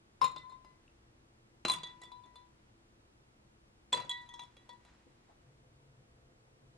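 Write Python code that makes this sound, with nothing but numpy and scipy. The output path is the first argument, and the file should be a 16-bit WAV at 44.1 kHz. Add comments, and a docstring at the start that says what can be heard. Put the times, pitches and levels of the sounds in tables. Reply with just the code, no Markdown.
"""Three ice cubes splash one by one into a tall glass of milk on a kitchen table, each clinking as it bobs.
The glass rings on, swelling and dipping between clinks. The rising milk loads the glass and
flattens its pitch; the slosh makes it waver. Foam fizzes after each plunge.
Behind it, a quiet room with appliance hum and a few dull knocks, heard by a close mid-side microphone."""
import sys
import numpy as np
from scipy import signal
from scipy.fft import rfft, irfft, next_fast_len
from scipy.io import wavfile

SR = 44100
rng = np.random.default_rng(int(sys.argv[2]) if len(sys.argv) > 2 else 0)


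def inscribe(sig):
    """Save sig as 16-bit PCM at rate SR to the path in sys.argv[1].

    A 1-D sig is mono; a 2-D sig holds one channel per row.
    Samples are clipped to [-1, 1] before scaling.
    """
    pcm = np.round(np.clip(np.atleast_2d(sig).T, -1, 1) * 32767)
    wavfile.write(sys.argv[1], SR, pcm.astype(np.int16))


N = 298689


def amp(db):
    return 10 ** (np.asarray(db) / 20)


def unit_rms(x):
    return x / np.sqrt(np.mean(x ** 2) + 1e-20)


def rise(t, rise_s):
    return 1 - np.exp(-t / rise_s)


def decay(t, db, t60_s):
    return amp(db - 60 * t / t60_s)


def spread(rows, width):
    """Three rows to stereo: centre plus width times left and right."""
    return rows[0] + width * rows[1:]


def along(points, hz):
    """Interpolate (freq_hz, value) points on a log axis."""
    freq_hz, value = np.transpose(points)
    return np.interp(np.log(hz + 1), np.log(freq_hz + 1), value)


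def filtered(x, response):
    """Apply a frequency response."""
    size = next_fast_len(x.shape[-1] + 8192)
    return irfft(rfft(x, size) * response(np.fft.rfftfreq(size, 1 / SR)), size)[..., :x.shape[-1]]


def noise(shape, spectrum):
    """Coloured noise, rms 1."""
    return unit_rms(filtered(rng.standard_normal(shape), lambda hz: amp(along(spectrum, hz))))


def wobble(count, rate_hz):
    """Random curves, linear between knots."""
    knots = rng.standard_normal((count, int(N * rate_hz / SR) + 2))
    return np.array([np.interp(np.arange(N) * rate_hz / SR, np.arange(len(k)), k) for k in knots])


def add(into, start_s, sound):
    part = into[:, round(start_s * SR):][:, :sound.shape[-1]]
    part += sound[..., :part.shape[1]]


# freq_hz, density_db
AIR_MID_SPECTRUM = [(12, -29), (20, 0), (122, -6), (170, -10.5), (339, -10), (436, -15), (825, -19.5),
                    (1180, -23), (8980, -38), (15200, -60.5)]
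AIR_SIDE_SPECTRUM = [(12, -72), (20, -38.5), (160, -8.5), (460, -3.5), (643, -11), (974, -5), (1180, -7.5),
                     (12200, -25), (15200, -50.5)]
# pitch_hz, width_hz, early_db, late_db
HUM_TONES = [(59.6, 5.3, -76.5, -76), (118.86, 24, -77, -72.5), (137.2, 11, -85.5, -73.5),
             (213.2, 12, -81, -91), (241, 10, -88, -85), (338.1, 10, -78.5, -84), (444, 20, -89.5, -83),
             (507.3, 19, -96.5, -81), (687, 5.4, -102, -86), (7760, 30, -106, -100)]


def room_tone(mid_db=-68, side_db=-71, hum_shift_s=5.4):
    """Separate mid and side hiss; appliance hum as narrow noise bands that shift balance once."""
    pitch_hz, width_hz, *levels_db = np.transpose(HUM_TONES)[..., None]

    def hum_response(hz):
        peaks = np.sqrt(SR / width_hz / np.pi * 2) / (1 + (2 * (hz - pitch_hz) / width_hz) ** 2)
        return [(amp(db) * peaks).sum(axis=0) for db in levels_db]

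    early, late = filtered(rng.standard_normal(N), hum_response)
    blend = np.clip((np.arange(N) / SR - hum_shift_s) / 0.042, 0, 1)
    mid = amp(mid_db) * noise(N, AIR_MID_SPECTRUM) + early + (late - early) * blend
    left_lead = filtered(mid, lambda hz: 0.071 + 0.3j * hz / (hz + 600))
    side = amp(side_db) * noise(N, AIR_SIDE_SPECTRUM) + left_lead
    return np.array([mid + side, mid - side])


# freq_hz, t60_s
KITCHEN_DECAY = [(150, 0.4), (1000, 0.29), (4000, 0.24), (12000, 0.14)]


def kitchen_reverb(x):
    """Diffuse room tail; the treble dies first."""
    hz, t, bins = signal.stft(rng.standard_normal((2, SR // 2)), SR, nperseg=256)
    tail = signal.istft(bins * decay(t, 0, along(KITCHEN_DECAY, hz)[:, None]), SR, nperseg=256)[1]
    late = np.pad(x, ((0, 0), (300, 0)))
    return signal.fftconvolve(late, tail / np.linalg.norm(tail[0]), axes=1)[:, :N]


# start_s, level_db, pitch_hz, rise_s
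KNOCKS = [(5.061, -57.5, 296, .009), (5.282, -48, 810, 0.048), (6.621, -63, 506, 0.0092)]


def far_knocks():
    """Dull short knocks somewhere in the room."""
    out, t = np.zeros((2, N)), np.arange(4096) / SR
    for start_s, db, hz, rise_s in KNOCKS:
        spectrum = [(hz / 6, -60), (hz / 2.1, -12), (hz, 0), (hz * 1.5, -14), (hz * 8, -70)]
        add(out, start_s, decay(t, db, 0.15) * rise(t, rise_s) * noise((2, len(t)), spectrum))
    return out


# start_s, level_db, pitch_hz, t60_s
DROPLETS = [(.878, -52.5, 2730, 0.013), (5.066, -60.5, 503, 0.054)]


def drips():
    """Lone droplets tick back into the milk."""
    out, t = np.zeros((2, N)), np.arange(2048) / SR
    for start_s, db, hz, t60_s in DROPLETS:
        add(out, start_s, decay(t, db, t60_s) * rise(t, 0.00038) * np.sin(2 * np.pi * hz * t))
    return out


# freq_hz, level_db
SPLASH_SPECTRUM = [(40, -29.5), (90, -3), (160, -2.5), (350, -6), (900, -10), (2500, -4), (5000, -13.5),
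                   (11000, -26.5), (15000, -63.5)]
TABLE_SPECTRUM = [(70, -32.5), (120, -10.5), (155, 4.5), (200, -11), (350, -44), (800, -89)]
# start_s, splash_db, t60_s, pocket_hz, pocket_db, boom_db, foam_db, fizz_db, fizz_length_s
CUBE_PLUNGES = [(0.211, -47.5, 0.18, 244, -55.5, -60.5, -78.5, -83, 1.1),
                (1.649, -49, 0.17, 347, -44, -54.5, -67.5, -80.5, 1.16),
                (3.9219, -46, 0.31, 543, -47.5, -58.5, -75, -76.5, 1.56)]


def splashes():
    """Milk closes over each cube: spurts, small bubbles, a hollow air pocket, a boom in the table."""
    out, t, age_s = np.zeros((2, N)), np.arange(SR) / SR, np.arange(1024) / SR
    for start_s, db, t60_s, pocket_hz, pocket_db, boom_db, *_ in CUBE_PLUNGES:
        when, pitch, strength = rng.random((200, 3)).T[..., None]
        bubble_hz = 400 * 14 ** pitch
        cycles = bubble_hz * age_s
        chirps = np.sin(2 * np.pi * cycles * (1 + 0.017 * cycles))  # sharper near the surface
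        blips = chirps * np.exp(-cycles / 2.7) * (1 - np.exp(-cycles)) * strength ** 3
        indices = (when * 0.24 * SR).astype(int) + np.arange(len(age_s))
        bubbles = np.bincount(indices.ravel(), blips.ravel(), len(t))
        rush = spread(noise((3, len(t)), SPLASH_SPECTRUM), 0.3)
        spurts = amp(4 * wobble(1, rate_hz=90)[:, :len(t)])
        onset = rise(t, 0.0012)
        add(out, start_s, decay(t, db, t60_s) * onset * (1.15 * spurts * rush + 9 * bubbles))
        pocket_spectrum = [(pocket_hz / 3, -60), (pocket_hz / 1.15, -12), (pocket_hz, 0),
                           (pocket_hz, -12), (pocket_hz * 3, -60)]
        add(out, start_s, decay(t, pocket_db, 0.3) * onset * noise(len(t), pocket_spectrum))
        add(out, start_s, decay(t, boom_db, 1.0) * rise(t, 0.03) * noise(len(t), TABLE_SPECTRUM))
    return out


# freq_hz, level_db
FOAM_SPECTRUM = [(300, -29.5), (800, 1), (2000, -1), (4000, -8), (8000, -15), (12000, -42.5)]
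# centre_s, level_db, half_length_s
FOAM_RUSTLES = [(4.923, -76.5, 0.067), (5.302, -78, 0.018)]


def foam(peak_s=0.13, fizz_rise_s=0.12):
    """Foam bursts after each plunge, air from the ice fizzes on, the cubes rustle as they settle."""
    level, t = np.zeros(N), np.arange(N) / SR
    for start_s, *_, foam_db, fizz_db, length_s in CUBE_PLUNGES:
        age_s = np.maximum(t - start_s, 0)
        level += amp(foam_db) * (age_s / peak_s * np.exp(1 - age_s / peak_s)) ** 2
        level += amp(fizz_db) * rise(age_s, fizz_rise_s) * np.exp(-(age_s / length_s) ** 4)
    for centre_s, db, half_length_s in FOAM_RUSTLES:
        level += amp(db) * np.exp(-((t - centre_s) / half_length_s) ** 2)
    fizz = noise((3, N), FOAM_SPECTRUM) * amp(2 * wobble(3, rate_hz=79))
    return level * unit_rms(spread(fizz, 0.39))


# freq_hz, level_db
CLACK_SPECTRUM = [(300, -24), (800, -7), (1300, 3), (1800, -13.5), (2250, -1.5), (2700, -6.5), (3300, -9),
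                  (6000, -18.5), (11000, -29), (15000, -54.5)]
SNAP_SPECTRUM = [(2000, -21.5), (5000, -5), (8000, 1.5), (11500, -14.5), (13000, -24.5), (15000, -40.5)]
THUD_SPECTRUM = [(60, -25), (150, -1.5), (400, -5), (800, -4), (1600, -15), (4000, -73.5)]
RUB_SPECTRUM = [(900, -30), (1600, -10), (2600, -9), (3350, 0), (4100, -2), (4800, -11), (7000, -30)]
# pitch_hz, over_clack_db, t60_s
CUBE_MODES = [(900, 1, 0.0065), (1510, -3, .005), (2480, 7, .005), (6253, 1, 0.0042), (2738, -13.5, 0.066)]
# clinks, faint ticks, and swells or dips of the glass ring
# start_s, clack_db, thud_db, ring_db of ten mode families, choke_db
# families: 1, 2, 3.4, 3.5, 4, 4.7, 5.5, 6.5, 7-8 kHz, top
GLASS_EVENTS = [(0.2142, -34, -49, -21.5, -42.5, -54, -39, -58, -34.5, -52.5, -60, -57, -50, 15.0),
                (0.2281, -48.5, -48.0, -27.0, -51.5, -52.5, -51.5, -46.5, -59.5, -60.5, -54, -54, -53.5, 40),
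                (0.241, -33, -40, -28, -50, -43, -37.5, -46, -38.5, -50.5, -37.5, -44, -43.5, 8.3),
                (0.262, -41, -70, -50, -48, -64, -56, -59, -73, -66, -51, -52, -63.5, 19),
                (0.2791, -56, -62, -55, -59, -67, -65, -62, -59, -65, -54, -57, -62.5, 14),
                (0.3126, -64, -79, -45.0, -67, -67, -63, -63, -66, -69.0, -66.0, -58, -63.0, 9.0),
                (0.3603, -44.5, -49, -42.5, -56, -62, -44, -55.5, -52, -60.0, -70, -54, -68, 11),
                (0.381, -64.0, -65, -61, -53, -68, -52.5, -59, -65, -60, -77.5, -58, -73.5, 29),
                (0.429, -75.5, -65, -41.5, -58, -77.5, -69, -72, -72, -83.5, -80.0, -75.0, -79.5, 16.4),
                (0.4953, -74.5, -62, -59.5, -64, -72, -65.5, -65, -71, -80, -72, -68, -72.5, 23),
                (0.519, -68, -59.0, -48, -60, -68, -66, -71, -73.5, -78.5, -76.5, -66, -76.0, 15.0),
                (0.5507, -83.5, -71, -54.5, -74, -80.5, -80, -83, -84.5, -90.5, -83.5, -81.0, -85.0, 39),
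                (0.6454, -60, -57, -59, -64, -90.5, -79, -75, -64, -76, -75.0, -78, -73, 11),
                (1.6471, -52, -70, -86, -85.5, -85.5, -85, -85, -86, -85.5, -85, -84, -75, 10),
                (1.6492, -25.5, -34, -49.5, -61.5, -60, -50, -35.5, -47, -61, -43.5, -46, -50, 12),
                (1.681, -36, -52, -32.5, -52.5, -39.5, -44, -44, -46, -41, -41, -49.0, -38, 18),
                (1.6964, -30, -43, -29.5, -45.5, -47, -45, -26.5, -38.5, -52, -47.0, -48, -35.5, 11),
                (1.7083, -42, -51, -31.5, -41, -56.5, -44, -39, -60, -57, -56, -55, -49.5, 34),
                (1.716, -40, -68, -46, -45.5, -35, -40, -43, -51, -52, -51, -40, -37, 13),
                (1.731, -38, -63, -48.5, -52, -42.5, -43, -54, -59.0, -64.5, -57, -50, -48, 15),
                (1.736, -36, -49, -54.5, -49.5, -43.5, -52, -49, -63, -62, -53.5, -48, -45, 11),
                (1.759, -54, -57, -46.5, -62, -65.5, -59.5, -68, -58.0, -62.5, -62.0, -51, -56.5, 10.5),
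                (1.7843, -50, -63, -58, -60, -80, -62, -57.5, -53, -74.5, -67, -61, -64.0, 19),
                (1.8318, -46, -50.5, -52, -50, -40, -47, -49.5, -46, -60.5, -48, -52, -58.5, 13.0),
                (1.8681, -63, -69.0, -55, -55, -53, -51, -57, -61, -65, -62, -71, -69.5, 12),
                (1.919, -80.5, -81, -56, -57, -69, -75, -80, -82.0, -86, -98, -86.0, -87.5, 12),
                (2.0149, -62, -56, -55, -46.5, -66.5, -58.5, -65, -65, -63, -57, -57, -63, 12.7),
                (2.0329, -54, -54, -52, -65, -50, -53, -67.0, -61, -57, -61, -55.5, -60.5, 29),
                (2.0544, -72.5, -62, -61.5, -59, -56, -63.0, -80, -61, -78, -72, -66.5, -76, 10.8),
                (2.116, -61, -61.5, -49, -76.5, -65.5, -59, -57.5, -66, -70, -68, -68, -70.5, 18),
                (2.2346, -70.5, -77, -57, -79, -72.5, -59, -73, -82.0, -91, -85, -80.5, -86.5, 13.6),
                (2.2571, -70, -61, -61, -67, -81, -75.5, -78.0, -80, -82.0, -72, -75, -79.0, 12),
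                (2.3553, -62, -60, -57, -67.5, -65, -56, -60.5, -65.0, -76, -67.5, -76, -64, 12),
                (3.9268, -37, -48.5, -28.5, -37, -26, -45, -37.5, -41.0, -45, -44, -26.5, -46, 11),
                (3.9455, -46, -53, -57, -47.5, -44.5, -60, -40.5, -44, -52, -44.5, -46, -50, 28),
                (3.9715, -40.5, -41, -38.5, -46.5, -45, -60, -52, -43, -59, -57, -53, -56.5, 7.9),
                (3.999, -49.5, -44.5, -70, -51.5, -55, -62, -46, -53, -63, -54, -59, -58.5, 22),
                (4.045, -71, -49, -53.5, -61, -63.5, -76, -66, -56, -77, -63, -61, -75, 19),
                (4.093, -52, -60, -46, -44.5, -33.5, -47, -45, -54.5, -60, -51, -39.5, -47, 12.0),
                (4.1116, -49.5, -80, -52.5, -42, -41, -46, -44.5, -53, -57.5, -51, -58, -66.5, 4.7),
                (4.171, -75.5, -76, -53, -41.5, -60.5, -48, -50, -56, -74.0, -71.0, -69.0, -71, 7.4),
                (4.213, -81, -76, -56.0, -66, -65, -68.5, -61, -60.5, -72.5, -60, -63, -68, 9.2),
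                (4.2591, -93, -67.0, -73.5, -83, -77.5, -65, -64, -76, -79, -79, -84, -76.5, 23),
                (4.2879, -70, -73.0, -55, -53.5, -55.5, -55, -74, -71.5, -71.0, -58, -72, -67, 18),
                (4.337, -62, -62, -47.5, -60.5, -53.5, -55, -62, -64.5, -56.5, -50, -57, -61, 21),
                (4.3918, -46.5, -56, -47, -53.5, -49.5, -47, -53.5, -74, -56, -53, -65, -60, 16.3),
                (4.4176, -66, -61, -50.5, -62, -54, -54, -68, -80, -70.5, -62, -71, -66, 21),
                (4.433, -59, -61, -54, -67.5, -58, -58, -67, -72, -63, -69, -64, -68, 15),
                (4.4533, -74, -72, -92, -75, -80, -77.5, -79, -82.5, -82.0, -83, -78, -83, 29),
                (4.566, -56, -59, -72.5, -68.5, -60.5, -73, -66, -73.0, -72, -72, -74, -70.5, 9.0),
                (4.6901, -57, -56, -52, -58, -54.5, -58, -62, -59, -64, -64, -65, -64.5, 9.4),
                (4.7293, -73, -68.5, -56, -66, -80, -75, -80, -73, -78, -79.5, -73, -73, 25),
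                (4.759, -80, -76, -91, -76, -86.0, -84.5, -88.5, -83.0, -90.5, -89.5, -86.5, -89, 22),
                (4.8483, -59, -60, -70, -76, -71, -75, -71, -75, -74.5, -76.0, -68, -69, 14),
                (4.885, -80, -75.5, -85, -82, -88, -87.5, -91, -88, -90, -90, -88, -89, 20)]


def clinks():
    """Clinks and faint ticks: a rub, the cube's short ring, a clack, a scratchy snap, a dull thud."""
    out, t = np.zeros((2, N)), np.arange(4096) / SR
    spectra = CLACK_SPECTRUM, SNAP_SPECTRUM, THUD_SPECTRUM, RUB_SPECTRUM
    noises = [noise((len(GLASS_EVENTS), 3, len(t)), spectrum) for spectrum in spectra]
    for event, clack, snap, thud, rub in zip(GLASS_EVENTS, *noises):
        start_s, clack_db, thud_db, *ring_db, top_db, _ = event
        cube_ring = sum(decay(t, clack_db + db + rng.normal(0, 1.3), t60_s) * np.sin(2 * np.pi * hz * t)
                        for hz, db, t60_s in CUBE_MODES)
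        snap_level = decay(t, top_db - 1.5, 0.0066) + decay(t, top_db - 10, 0.08)
        clink = decay(t, ring_db[3] - 15, 0.13) * rise(t, 0.003) * spread(rub, 0.4)
        clink += cube_ring * (1 - np.exp(-(t / 0.0007) ** 2))
        clink += decay(t, clack_db - 3, 0.03) * rise(t, 0.00089) * spread(clack, 0.74)
        clink += snap_level * rise(t, 0.0004) * spread(snap, 0.54)
        clink += decay(t, thud_db - 1.5, 0.06) * rise(t, 0.00051) * spread(thud, 0.089)
        add(out, start_s, clink)
    return out


# one_cube_hz, two_cubes_hz, three_cubes_hz, level_db, t60_s, slosh_share, pan_db, left_lead_rad, rise_s
# last three rows: short-lived twins that beat
GLASS_MODES = [(1020, 989, 963, -1, 0.44, 1, 12, 1.9, 0.00062),
               (2018, 1965, 1941, 0.07, 0.53, .7, -1, 1.7, .008),
               (3586, 3424, 3352, 0.5, 0.13, 1, -3.5, 0.26, 0.00079),
               (3685, 3540, 3475, -2.5, 0.27, 1, -0.5, 0.33, 0.0012),
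               (4130, 4030, 3933, 2, 0.19, 1, 0.4, 0.24, 0.00049),
               (5000, 4690, 4475, -4, 0.079, 1.3, 2.5, 0.305, 0.00051),
               (5505, 5439, 5410, -8, .12, .22, -3.5, 0.44, 0.0018),
               (6920, 6490, 6324, -2, .045, 1.1, 3.5, 1, 0.000981),
               (7320, 7290, 7200, 0.5, 0.035, .6, -0.5, 1.5, .0007),
               (7884, 7767, 7710, -6.5, 0.035, 0.33, 0, 0.69, .0007),
               (9220, 8863, 8739, 0, 0.03, 0.62, 1, 1.3, .0007),
               (9580, 9536, 9517, -11.5, 0.05, .1, 0.5, 0.79, .0007),
               (10500, 10350, 10283, -11.5, 0.047, .3, 1.04, 0.57, .0007),
               (11170, 10890, 10821, -7.5, .04, .3, 0, 0.99, .0007),
               (12096, 11923, 11846, -16, .04, .3, -1.5, 1.5, .0007),
               (14100, 13750, 13500, -13, .1, .7, 0.1, 1.3, .0007),
               (995, 962, 940, -10, .11, .8, 9, 2.1, .0008),
               (3440, 3308, 3500, -14, .03, 0.9, -2.5, .3, .0008),
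               (4005, 3934, 3870, -7, .05, 0.89, 0.5, .3, 0.00073)]
# family_index per mode
MODE_FAMILY = [0, 1, 2, 3, 4, 5, 6, 7, 8, 8, 9, 9, 9, 9, 9, 9, 0, 2, 4]
# time_s, low_detune_pct, near_4khz_detune_pct, other_detune_pct
MILK_SLOSH = [(.212, 1.68, -0.1, 2.5), (.255, 0.76, -0.3, 1.3), (.33, 1.24, -0.2, 1),
              (.365, 0.53, -1.7, -1.7), (.45, -0.4, -0.8, -1.87), (.51, 0.07, 0.34, -0.04),
              (.7, 0.24, -.5, 0.03), (1.6, 0.05, 0.13, -0.1), (1.649, 4, .4, 2.5), (1.69, 2.5, 0.66, 0.83),
              (1.705, 0.86, -1.2, -0.2), (1.725, 1.5, 0.35, .5), (1.75, -0.65, -1.5, -0.6),
              (1.85, -1.3, -1.9, -0.77), (1.92, 0.14, -1.5, -1.6), (2.05, 0, -0.75, 0.1),
              (2.16, -0.13, -0.9, 0), (2.27, -0.2, 0.35, -0.14), (3.9, 0.08, -0.15, 0.14),
              (3.926, 3, 2.5, 2.5), (3.97, 2, 2.5, 3), (4.07, 1.53, 1.6, 2), (4.094, 0.64, 0.3, -0.04),
              (4.2, 0.73, 0.6, 0.16), (4.36, -.5, 0.2, .1), (4.8, 0.16, 0.9, 0.1)]


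def glass_ring(choke_s=0.0043):
    """Each event damps and renews the wall modes; each cube lowers them, the slosh bends them."""
    out = np.zeros((2, N))
    *filled_hz, db, t60_s, share, pan_db, lead_rad, rise_s = np.transpose(GLASS_MODES)[..., None]
    hz = filled_hz[0]
    slosh_s, *detunes_pct = np.transpose(MILK_SLOSH)
    group = np.select([hz < 2500, abs(hz - 4050) < 200], [0, 1], 2)[:, 0]
    bend = np.array([np.interp(np.arange(N) / SR, slosh_s, pct) / 100 for pct in detunes_pct])
    sway = 0.0021 * wobble(len(hz), rate_hz=76)
    flicker_db = np.where(hz < 2500, 0.9, 3.4) * wobble(len(hz), rate_hz=95)
    side = np.array([[0.5], [-0.5]])
    stereo = amp(side * pan_db.T) * np.exp(1j * side * lead_rad.T)
    starts = [round(event[0] * SR) for event in GLASS_EVENTS]
    ringing = np.zeros(hz.shape, complex)
    for event, start, end in zip(GLASS_EVENTS, starts, starts[1:] + [N]):
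        start_s, clack_db, _, *ring_db, choke_db = event
        span = slice(start, min(end, start + SR // 2))
        t = np.arange(span.stop - start) / SR
        softness_db = max(ring_db[0] - clack_db - 12, 0)  # ring without clack: the tone swells slowly
        onset = rise(t, rise_s * amp(1.6 * softness_db))
        fresh = amp(np.array(ring_db)[MODE_FAMILY, None] + db + rng.normal(0, 0.72, hz.shape))
        fresh = fresh * 1j * np.exp(1j * np.angle(ringing))  # in quadrature, so energies add
        kept = 1 - (1 - amp(-choke_db)) * rise(t, choke_s * amp(0.48 * softness_db))
        cubes = sum(start_s >= plunge[0] - 0.01 for plunge in CUBE_PLUNGES)
        pitch_hz = filled_hz[cubes - 1] * (1 + share * bend[group, span] + sway[:, span])
        phase_rad = 2 * np.pi * np.cumsum(pitch_hz, axis=1) / SR
        motion = (ringing * kept + fresh * onset) * decay(t, 0, t60_s) * np.exp(1j * phase_rad)
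        out[:, span] = (stereo @ (motion * amp(flicker_db[:, span]))).imag
        ringing = motion[:, -1:]
    return out


def delayed(x, delay_s=0.0012):
    return np.pad(x, ((0, 0), (round(delay_s * SR), 0)))[:, :N]


def scene():
    ring = delayed(glass_ring())
    transients = delayed(clinks() + splashes() + drips())
    reverb = kitchen_reverb(amp(-10.5) * ring + amp(-7.5) * transients)
    return ring + transients + reverb + foam() + far_knocks() + room_tone()


# freq_hz, gain_db
MIC_TREBLE = [(11500, 0), (13000, -9), (15400, -12)]
LOW_CUT_HZ, TOP_HZ = 28, 15370


def record(dry):
    """Microphone: bass and treble roll-off, hard band limit."""
    def response(hz):
        low_cut = 1j * hz / (LOW_CUT_HZ + 1j * hz)
        return low_cut * amp(along(MIC_TREBLE, hz)) * (hz < TOP_HZ)

    return filtered(dry, response)


dry = scene()
out = record(dry)
inscribe(out)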